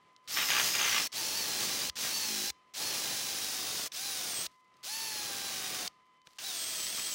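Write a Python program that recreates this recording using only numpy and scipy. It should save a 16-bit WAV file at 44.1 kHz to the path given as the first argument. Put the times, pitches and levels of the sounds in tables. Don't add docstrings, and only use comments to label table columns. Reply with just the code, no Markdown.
import sys
import numpy as np
from scipy import signal
from scipy.fft import rfft, irfft
from scipy.io import wavfile
from scipy.ndimage import uniform_filter1d

SR = 44100
rng = np.random.default_rng(int(sys.argv[2]) if len(sys.argv) > 2 else 0)


def materialize(psi):
    bounded = np.clip(np.atleast_2d(psi).T, -1, 1)
    quanta = np.round(bounded * 32767).astype(np.int16)
    wavfile.write(sys.argv[1], SR, quanta)


N = 315270
TIME = np.arange(N) / SR


def amp(db):
    return 10 ** (np.asarray(db) / 20)


def unit(x):
    return x / np.sqrt(np.mean(x ** 2) + 1e-20)


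def curves(rows):
    s, *columns = np.transpose(rows)
    return [np.interp(TIME, s, column) for column in columns]


def read(points, hz):
    f, value = np.transpose(points)
    return np.interp(np.log(hz + 1), np.log(f + 1), value)


def wander(hz):
    f = np.fft.rfftfreq(N, 1 / SR)
    spectrum = rfft(rng.standard_normal(N)) / (1 + (f / hz) ** 2)
    return unit(irfft(spectrum, N))


def swells(rows, base_db, attack_s, release_s):
    shapes = []
    for start_s, length_s, *_ in rows:
        rise = np.clip((TIME - start_s) / attack_s, 0, 1)
        fall = np.exp(-np.maximum(TIME - start_s - length_s, 0) / release_s)
        shapes.append(rise * fall)
    power = amp(np.array(rows)[:, 2:].T) ** 2 @ np.square(shapes)
    return 10 * np.log10(power + amp(base_db) ** 2)


def colour(x, spectrum, modes=(), size=8192):
    hz = abs(np.fft.fftfreq(size, 1 / SR))
    peaks = 1 + sum((amp(db) ** 2 - 1) / (1 + (2 * (hz - f) / width) ** 2) for f, width, db in modes)
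    log_gain = np.log(amp(read(spectrum, hz))) + .5 * np.log(np.maximum(peaks, 1e-2))
    response = np.fft.ifft(np.exp(np.conj(signal.hilbert(log_gain)))).real
    return signal.oaconvolve(x, response / np.linalg.norm(response))[:N]


def flicks(per_s, spread_db):
    size = amp(spread_db * np.minimum(rng.exponential(1, N), 5))
    return unit(size * rng.standard_normal(N) * (rng.random(N) < per_s / SR))


def blows(turns, scatter_db):
    strike = np.diff(np.floor(turns), prepend=0)
    size = amp(scatter_db * np.clip(rng.standard_normal(N), -2, 2))
    return unit(strike * size)


def blend(smooth, struck, share):
    share = np.clip(share, 0, 1)
    return np.sqrt(1 - share) * smooth + np.sqrt(share) * struck


def tone(turns, blur, blur_hz):
    return np.sqrt(2) * np.sin(2 * np.pi * turns + blur * wander(blur_hz))


# pitch_hz, level_db
WHINE_LINES = [(1017, -68), (1222, -84.5), (2035, -79), (3050, -83.5)]
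# pitch_hz, relative density_db
AIR_SPECTRUM = [(15, -66), (25, -35.5), (161, -12), (936, -17), (1020, -14.5), (1100, -14), (1260, -7),
                (1400, -23), (2000, -15.5), (2480, -19.5), (3160, -21.5), (9840, -39.5), (16000, -68)]


def background(air_db):
    lines = [amp(db) * tone(hz * TIME, blur=.3, blur_hz=16) for hz, db in WHINE_LINES]
    overtones = sum(line * amp(2.6 * wander(7.6)) for line in lines[1:])
    whine = lines[0] * amp(1.0 * wander(6)) + overtones
    air = colour(rng.standard_normal(N), AIR_SPECTRUM)
    return whine + amp(air_db + 2.4 * wander(4.3)) * air


# pitch_hz, t60_s
ROOM_DECAY = [(150, .3), (1500, 0.41), (6000, 0.32), (15000, 0.16)]


def workshop(x, size=SR // 2):
    hz, t, z = signal.stft(rng.standard_normal(size), SR, nperseg=256)
    decay = amp(-60 * t / read(ROOM_DECAY, hz)[:, None])
    tail = signal.istft(z * decay, SR, nperseg=256)[1]
    return signal.oaconvolve(x, tail / np.linalg.norm(tail))[:N]


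# start_s, length_s, level_db
RUSTLE_EVENTS = [(.215, 0.064, -70), (4.48, 0.082, -72), (4.71, 0.12, -78), (5.86, 0.065, -76),
                 (6.24, 0.139, -67)]
FAINT_RUSTLE_DB = -84
# pitch_hz, relative density_db
GLOVE_SPECTRUM = [(300, -6), (5000, 5), (15000, -12)]


def handling():
    rustle_db = swells(RUSTLE_EVENTS, FAINT_RUSTLE_DB, attack_s=.04, release_s=0.0346)[0]
    scrapes = unit(flicks(per_s=1900, spread_db=0.5) * amp(3.2 * wander(35)))
    return amp(rustle_db) * colour(scrapes, GLOVE_SPECTRUM)


# start_s, ring_db, thump_db
SET_DOWN_KNOCK = (6.271, -58, -53)
# pitch_hz, relative density_db
RING_SPECTRUM = [(300, -21), (700, -8), (1000, -4.5), (1150, -4), (1800, -1), (2600, 1), (3300, 2),
                 (4300, -9), (9000, -27)]
RUMBLE_SPECTRUM = [(20, -30), (50, -15), (80, -7), (115, -1.5), (200, -0.5), (350, 1), (600, 0), (850, -2),
                   (1200, -4.5), (2500, -50)]
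# pitch_hz, width_hz, boost_db above the broad spectrum
RING_MODES = [(825, 25, 6), (1164, 40, 11.5), (1281, 16, 7), (1393, 20, 6), (1608, 16, 11), (1722, 20, 8),
              (1896, 20, 10), (2064, 28, 8), (2423, 45, 7), (2730, 70, 4), (2884, 32, 6), (3740, 22, 9)]


def set_down(decay_s):
    start_s, ring_db, thump_db = SET_DOWN_KNOCK
    knock = (TIME >= start_s) * np.exp(-abs(TIME - start_s) / decay_s) * rng.standard_normal(N)
    ring = amp(ring_db) * colour(knock, RING_SPECTRUM, RING_MODES)
    return ring + amp(thump_db) * colour(knock, RUMBLE_SPECTRUM)


# start_s, level_db
CLICK_EVENTS = [(.164, -52), (.276, -44), (1.119, -42), (1.128, -35), (1.897, -24), (1.968, -34),
                (2.502, -28), (3.92, -37), (4.465, -32), (4.741, -60), (5.877, -27.5), (6.217, -60),
                (6.271, -43), (6.308, -60), (6.375, -59), (6.387, -34), (6.868, -30)]
# pitch_hz, relative density_db
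CLICK_SPECTRUM = [(20, -4), (70, 10), (300, -29), (1200, 3), (3500, 14), (5500, 13.5), (8000, 1),
                  (16000, -28)]


def clicks(decay_s):
    level = sum(amp(db) * (TIME >= s) * np.exp(-abs(TIME - s) / decay_s) for s, db in CLICK_EVENTS)
    return colour(level * rng.standard_normal(N), CLICK_SPECTRUM)


# on_s, off_s, bite_s (wires take hold), press_s (brush pressed in), scratch_db, ring_db of the panel,
# rumble_db, hum_db of the armature, whine_db of the gears, squeal_db of the gears
TRIGGER_PULLS = [(0.276, 1.074, 0.027, 0.037, -35, -43, -51.5, -65, -43, -61.5),
                 (1.123, 1.896, 0.017, 0.021, -35.5, -46, -49.5, -57, -44.5, -58),
                 (1.955, 2.505, 0.013, 0.018, -35, -50.5, -52.5, -57.5, -45, -59),
                 (2.738, 3.877, 0.017, .03, -36.5, -50, -52, -58.5, -48.5, -56),
                 (3.918, 4.467, .02, 0.083, -37.5, -51.5, -53, -58, -50, -53),
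                 (4.83, 5.879, 0.011, 0.17, -39, -47, -52.5, -55, -48, -56),
                 (6.385, 7.203, 0.046, 0.025, -38, -53.5, -58, -62, -48.5, -54.5)]


def burst_settings():
    rows = np.array(TRIGGER_PULLS)
    return rows[np.searchsorted(rows[1:, 0], TIME, side="right")].T


def trigger(brake_s):
    return sum((TIME >= on) * np.exp(-np.maximum(TIME - off, 0) / brake_s)
               for on, off, *_ in TRIGGER_PULLS)


SPIN_UP_S, SPIN_UP_CURVE = .03, 1.5


def spin_up(age):
    return 1 - np.exp(-(age / SPIN_UP_S) ** SPIN_UP_CURVE)


# time_s, speed in shaft turns a second
LOADED_SPEEDS = [
    [(0.315, 378), (0.365, 361), (0.465, 349), (0.555, 320), (0.625, 332), (0.75, 339), (0.835, 320),
     (1.015, 274), (1.085, 296)],
    [(1.165, 345), (1.225, 291), (1.34, 286), (1.38, 308), (1.48, 277), (1.59, 278), (1.64, 224),
     (1.74, 276), (1.805, 240), (1.865, 276)],
    [(1.995, 262), (2.09, 247), (2.135, 298), (2.175, 302), (2.285, 283), (2.41, 261), (2.515, 274)],
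    [(2.825, 290), (2.91, 290), (2.955, 271), (3.235, 266), (3.67, 246), (3.76, 252), (3.855, 227)],
    [(3.98, 251), (4.06, 271), (4.145, 253), (4.265, 241), (4.365, 220), (4.445, 218)],
    [(4.885, 284), (4.965, 299), (5.045, 298), (5.34, 263), (5.465, 266), (5.58, 253), (5.875, 242)],
    [(6.465, 269), (6.525, 237), (6.6, 218), (6.735, 219), (6.85, 207), (6.93, 228), (6.995, 210),
     (7.085, 217), (7.135, 203)],
]
SURGE_S = .3


def loaded_speed():
    speed, octaves, surge = np.zeros((3, N))
    for (on, off, *_), points in zip(TRIGGER_PULLS, LOADED_SPEEDS):
        curve = curves(points)[0]
        since = TIME >= on
        burst_mean = curve[since & (TIME < off)].mean()
        nearby_mean = uniform_filter1d(curve, round(SURGE_S * SR))
        speed[since] = curve[since]
        octaves[since] = np.log2(curve / burst_mean)[since]
        surge[since] = np.log2(curve / nearby_mean)[since]
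    return speed, octaves, surge


# order (multiple of shaft speed), level_db relative to hum or whine
HUM_TONES = [(3, 0), (6, -2), (9, -10), (12, -7)]
GEAR_TONES = [(15, 0), (18, -14), (21, -12)]
GEARING = .195
SQUEAL_ORDER = 37.7
SIDEBAND_DB = -11
# pitch_hz, gain_db
GEARBOX_GAIN = [(7600, 9), (8300, 7), (9000, 1), (10400, 0.5), (11200, 4.5), (11800, 3.5), (13500, 16)]


def motor(shaft, hum_db, whine_db, squeal_db):
    hum = sum(amp(db) * tone(round(k) * shaft, blur=.35, blur_hz=40) for k, db in HUM_TONES)
    mesh = sum(amp(db) * tone(round(k) * shaft, blur=.6, blur_hz=50) for k, db in GEAR_TONES)

    ninth_hz = 9 * np.gradient(shaft) * SR
    housing = 1 / np.hypot(1, (ninth_hz - 2700) / 130)
    mesh = mesh + amp(-10.5) * housing * tone(9 * shaft, blur=.6, blur_hz=50)

    squeal = tone(SQUEAL_ORDER * shaft, blur=1.1, blur_hz=55)
    squeal = squeal + amp(SIDEBAND_DB) * tone((SQUEAL_ORDER - 1) * shaft, blur=1.1, blur_hz=55)

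    load = unit(amp(2 * wander(45) + 0.43 * np.sin(2 * np.pi * GEARING * shaft)))
    gears = amp(whine_db - 0.5) * mesh + amp(squeal_db + 3.0) * squeal
    return amp(hum_db) * hum + load * gears


# start_s, length_s, level_db
CHIRP_EVENTS = [(.48, 0.085, -39), (.56, .2, -41), (.76, .29, -39), (1.16, 0.657, -46.5), (2.13, .2, -49)]
FAINT_CHIRP_DB = -55.5


def chirp(shaft, turns):
    flare = unit(np.exp(1.1 * np.cos(2 * np.pi * (turns - .3))))
    angle = 2 * np.pi * 19.5 * shaft
    fuzz = unit(wander(210) * np.cos(angle) + wander(210) * np.sin(angle))
    chirp_db = swells(CHIRP_EVENTS, FAINT_CHIRP_DB, attack_s=.025, release_s=.03)[0]
    return amp(chirp_db) * flare * fuzz


# start_s, length_s, level_db
DRONE_EVENTS = [(1.57, 0.11, -49.5), (2.22, 0.21, -51)]
FAINT_DRONE_DB = -74
# pitch_hz, relative density_db
DRONE_SPECTRUM = [(50, -41), (140, -7.5), (210, 2.5), (370, -5), (480, -4.5), (900, -35.5)]
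# pitch_hz, width_hz, boost_db above the broad spectrum
DRONE_MODES = [(214, 26, 5.3), (362, 16, 12)]


def panel(turns, ring_db, rumble_db):
    stroke = .3 + np.exp(-(turns % 1) / .15)
    tuft = unit(stroke * flicks(per_s=5000, spread_db=0.3))
    chatter = blend(tuft, blows(turns, scatter_db=1.1), share=.17)
    chatter_share = np.clip(0.049 * (ring_db + 42.5), .1, .85)
    ring = blend(flicks(per_s=7000, spread_db=1.4), chatter, chatter_share)
    rumble = blend(flicks(per_s=3000, spread_db=-0.5), blows(turns, scatter_db=2.5), share=0.064)

    drone_db = swells(DRONE_EVENTS, FAINT_DRONE_DB, attack_s=0.086, release_s=0.029)[0]
    rumble_power = amp(rumble_db) ** 2
    rubbing = np.sqrt(np.maximum(rumble_power - amp(drone_db) ** 2, .5 * rumble_power))
    drone = colour(blows(turns, scatter_db=1.5), DRONE_SPECTRUM, DRONE_MODES)
    return (amp(ring_db - 0.56) * colour(ring, RING_SPECTRUM, RING_MODES)
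            + amp(0.35) * rubbing * colour(rumble, RUMBLE_SPECTRUM)
            + amp(drone_db) * drone)


# pitch_hz, relative density_db
SCRATCH_SPECTRUM = [(400, -22.5), (850, -15.5), (1500, -9.5), (2600, -5), (3600, -2.5), (5000, 0.5),
                    (6200, 0.5), (7200, -4), (8500, -6), (10200, -8), (12000, -11.5), (13500, -10.5),
                    (15000, -7), (15800, -4.5)]


def wires(turns, spin, scratch_db):
    once, twice = np.cos(2 * np.pi * turns), np.cos(4 * np.pi * turns)
    swell = amp(0.56 * once + 0.53 * twice + 0.21 * wander(120))
    bright = colour(flicks(per_s=22000, spread_db=1.3) * unit(swell), SCRATCH_SPECTRUM)
    dull = signal.lfilter(*signal.butter(1, 5000, fs=SR), bright)
    slow = .7 * (1 - spin)
    return amp(scratch_db + 1.1) * ((1 - slow) * bright + slow * dull)


# start_s, length_s, scratch_db, ring_db, rumble_db
CATCH_EVENTS = [(.355, 0.072, -47, -32, -57), (.48, 0.12, -40, -29.5, -52),
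                (.58, 0.11, -33.5, -40.5, -49.5), (.735, 0.018, -41, -33, -60), (.78, 0.21, -40, -31, -59),
                (1.595, 0.053, -36, -46, -49), (2.02, 0.053, -43, -41.5, -49.5),
                (2.79, 0.34, -43.5, -47, -52), (5.7, 0.12, -54, -55, -54.5),
                (6.36, 0.04, -43.5, -50.5, -83), (6.97, 0.017, -53, -41, -52)]
CATCH_ATTACK_S, CATCH_RELEASE_S = 0.017, .028
LIFT_S, LIFT_SCRATCH_DB, LIFT_PANEL_DB = 0.015, -4, -7
SCRATCH_DB_PER_OCTAVE, HUM_DB_PER_OCTAVE, WHINE_DB_PER_OCTAVE = -1.5, 14, 25
SURGE_DB_PER_OCTAVE = 18
RING_DB_PER_SAG, RUMBLE_DB_PER_SAG = 4.5, 6
STANDING_DB, SLACK_DB, UNPRESSED_DB = -9, -19, -17.5


def scene():
    (on, off, bite_s, press_s, scratch_db, ring_db, rumble_db,
     hum_db, whine_db, squeal_db) = burst_settings()
    age = np.maximum(TIME - on, 0)
    spin = spin_up(age)
    slack = np.exp(-age / bite_s)
    lift = np.exp(np.minimum(TIME - off, 0) / LIFT_S)
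    speed, octaves, surge = loaded_speed()
    shaft = np.cumsum(spin * speed * (1 + .002 * wander(20))) / SR
    turns = GEARING * shaft

    pressure_db = UNPRESSED_DB * np.exp(-age / press_s) + LIFT_PANEL_DB * lift
    contact_db = STANDING_DB * slack + LIFT_SCRATCH_DB * lift
    gliding_db = [scratch_db + contact_db + SCRATCH_DB_PER_OCTAVE * octaves,
                  ring_db + pressure_db - RING_DB_PER_SAG * octaves,
                  rumble_db + pressure_db - RUMBLE_DB_PER_SAG * octaves]
    scratch_db, ring_db, rumble_db = swells(CATCH_EVENTS, gliding_db, CATCH_ATTACK_S, CATCH_RELEASE_S)
    brush = wires(turns, spin, scratch_db) + panel(turns, ring_db, rumble_db)

    hum_db = hum_db + HUM_DB_PER_OCTAVE * octaves
    whine_db = whine_db + SLACK_DB * slack + WHINE_DB_PER_OCTAVE * octaves + SURGE_DB_PER_OCTAVE * surge
    squeal_db = squeal_db + SLACK_DB * (slack + lift) + read(GEARBOX_GAIN, SQUEAL_ORDER * speed)
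    gears = motor(shaft, hum_db, whine_db, squeal_db)
    tones = spin ** 2 * (gears + chirp(shaft, turns))

    drill = trigger(brake_s=0.0028) * (brush + tones) + clicks(decay_s=0.0018)
    room = amp(-32.5) * workshop(drill)
    mix = drill + room + handling() + set_down(decay_s=0.005) + background(air_db=-69.5)
    return np.array([mix, mix])


EDGE_HZ = 15900


def record(dry):
    lowpass = signal.firwin(511, EDGE_HZ, window=("kaiser", 9), fs=SR)
    return signal.oaconvolve(dry, lowpass[None], "same")


dry = scene()
out = record(dry)
materialize(out)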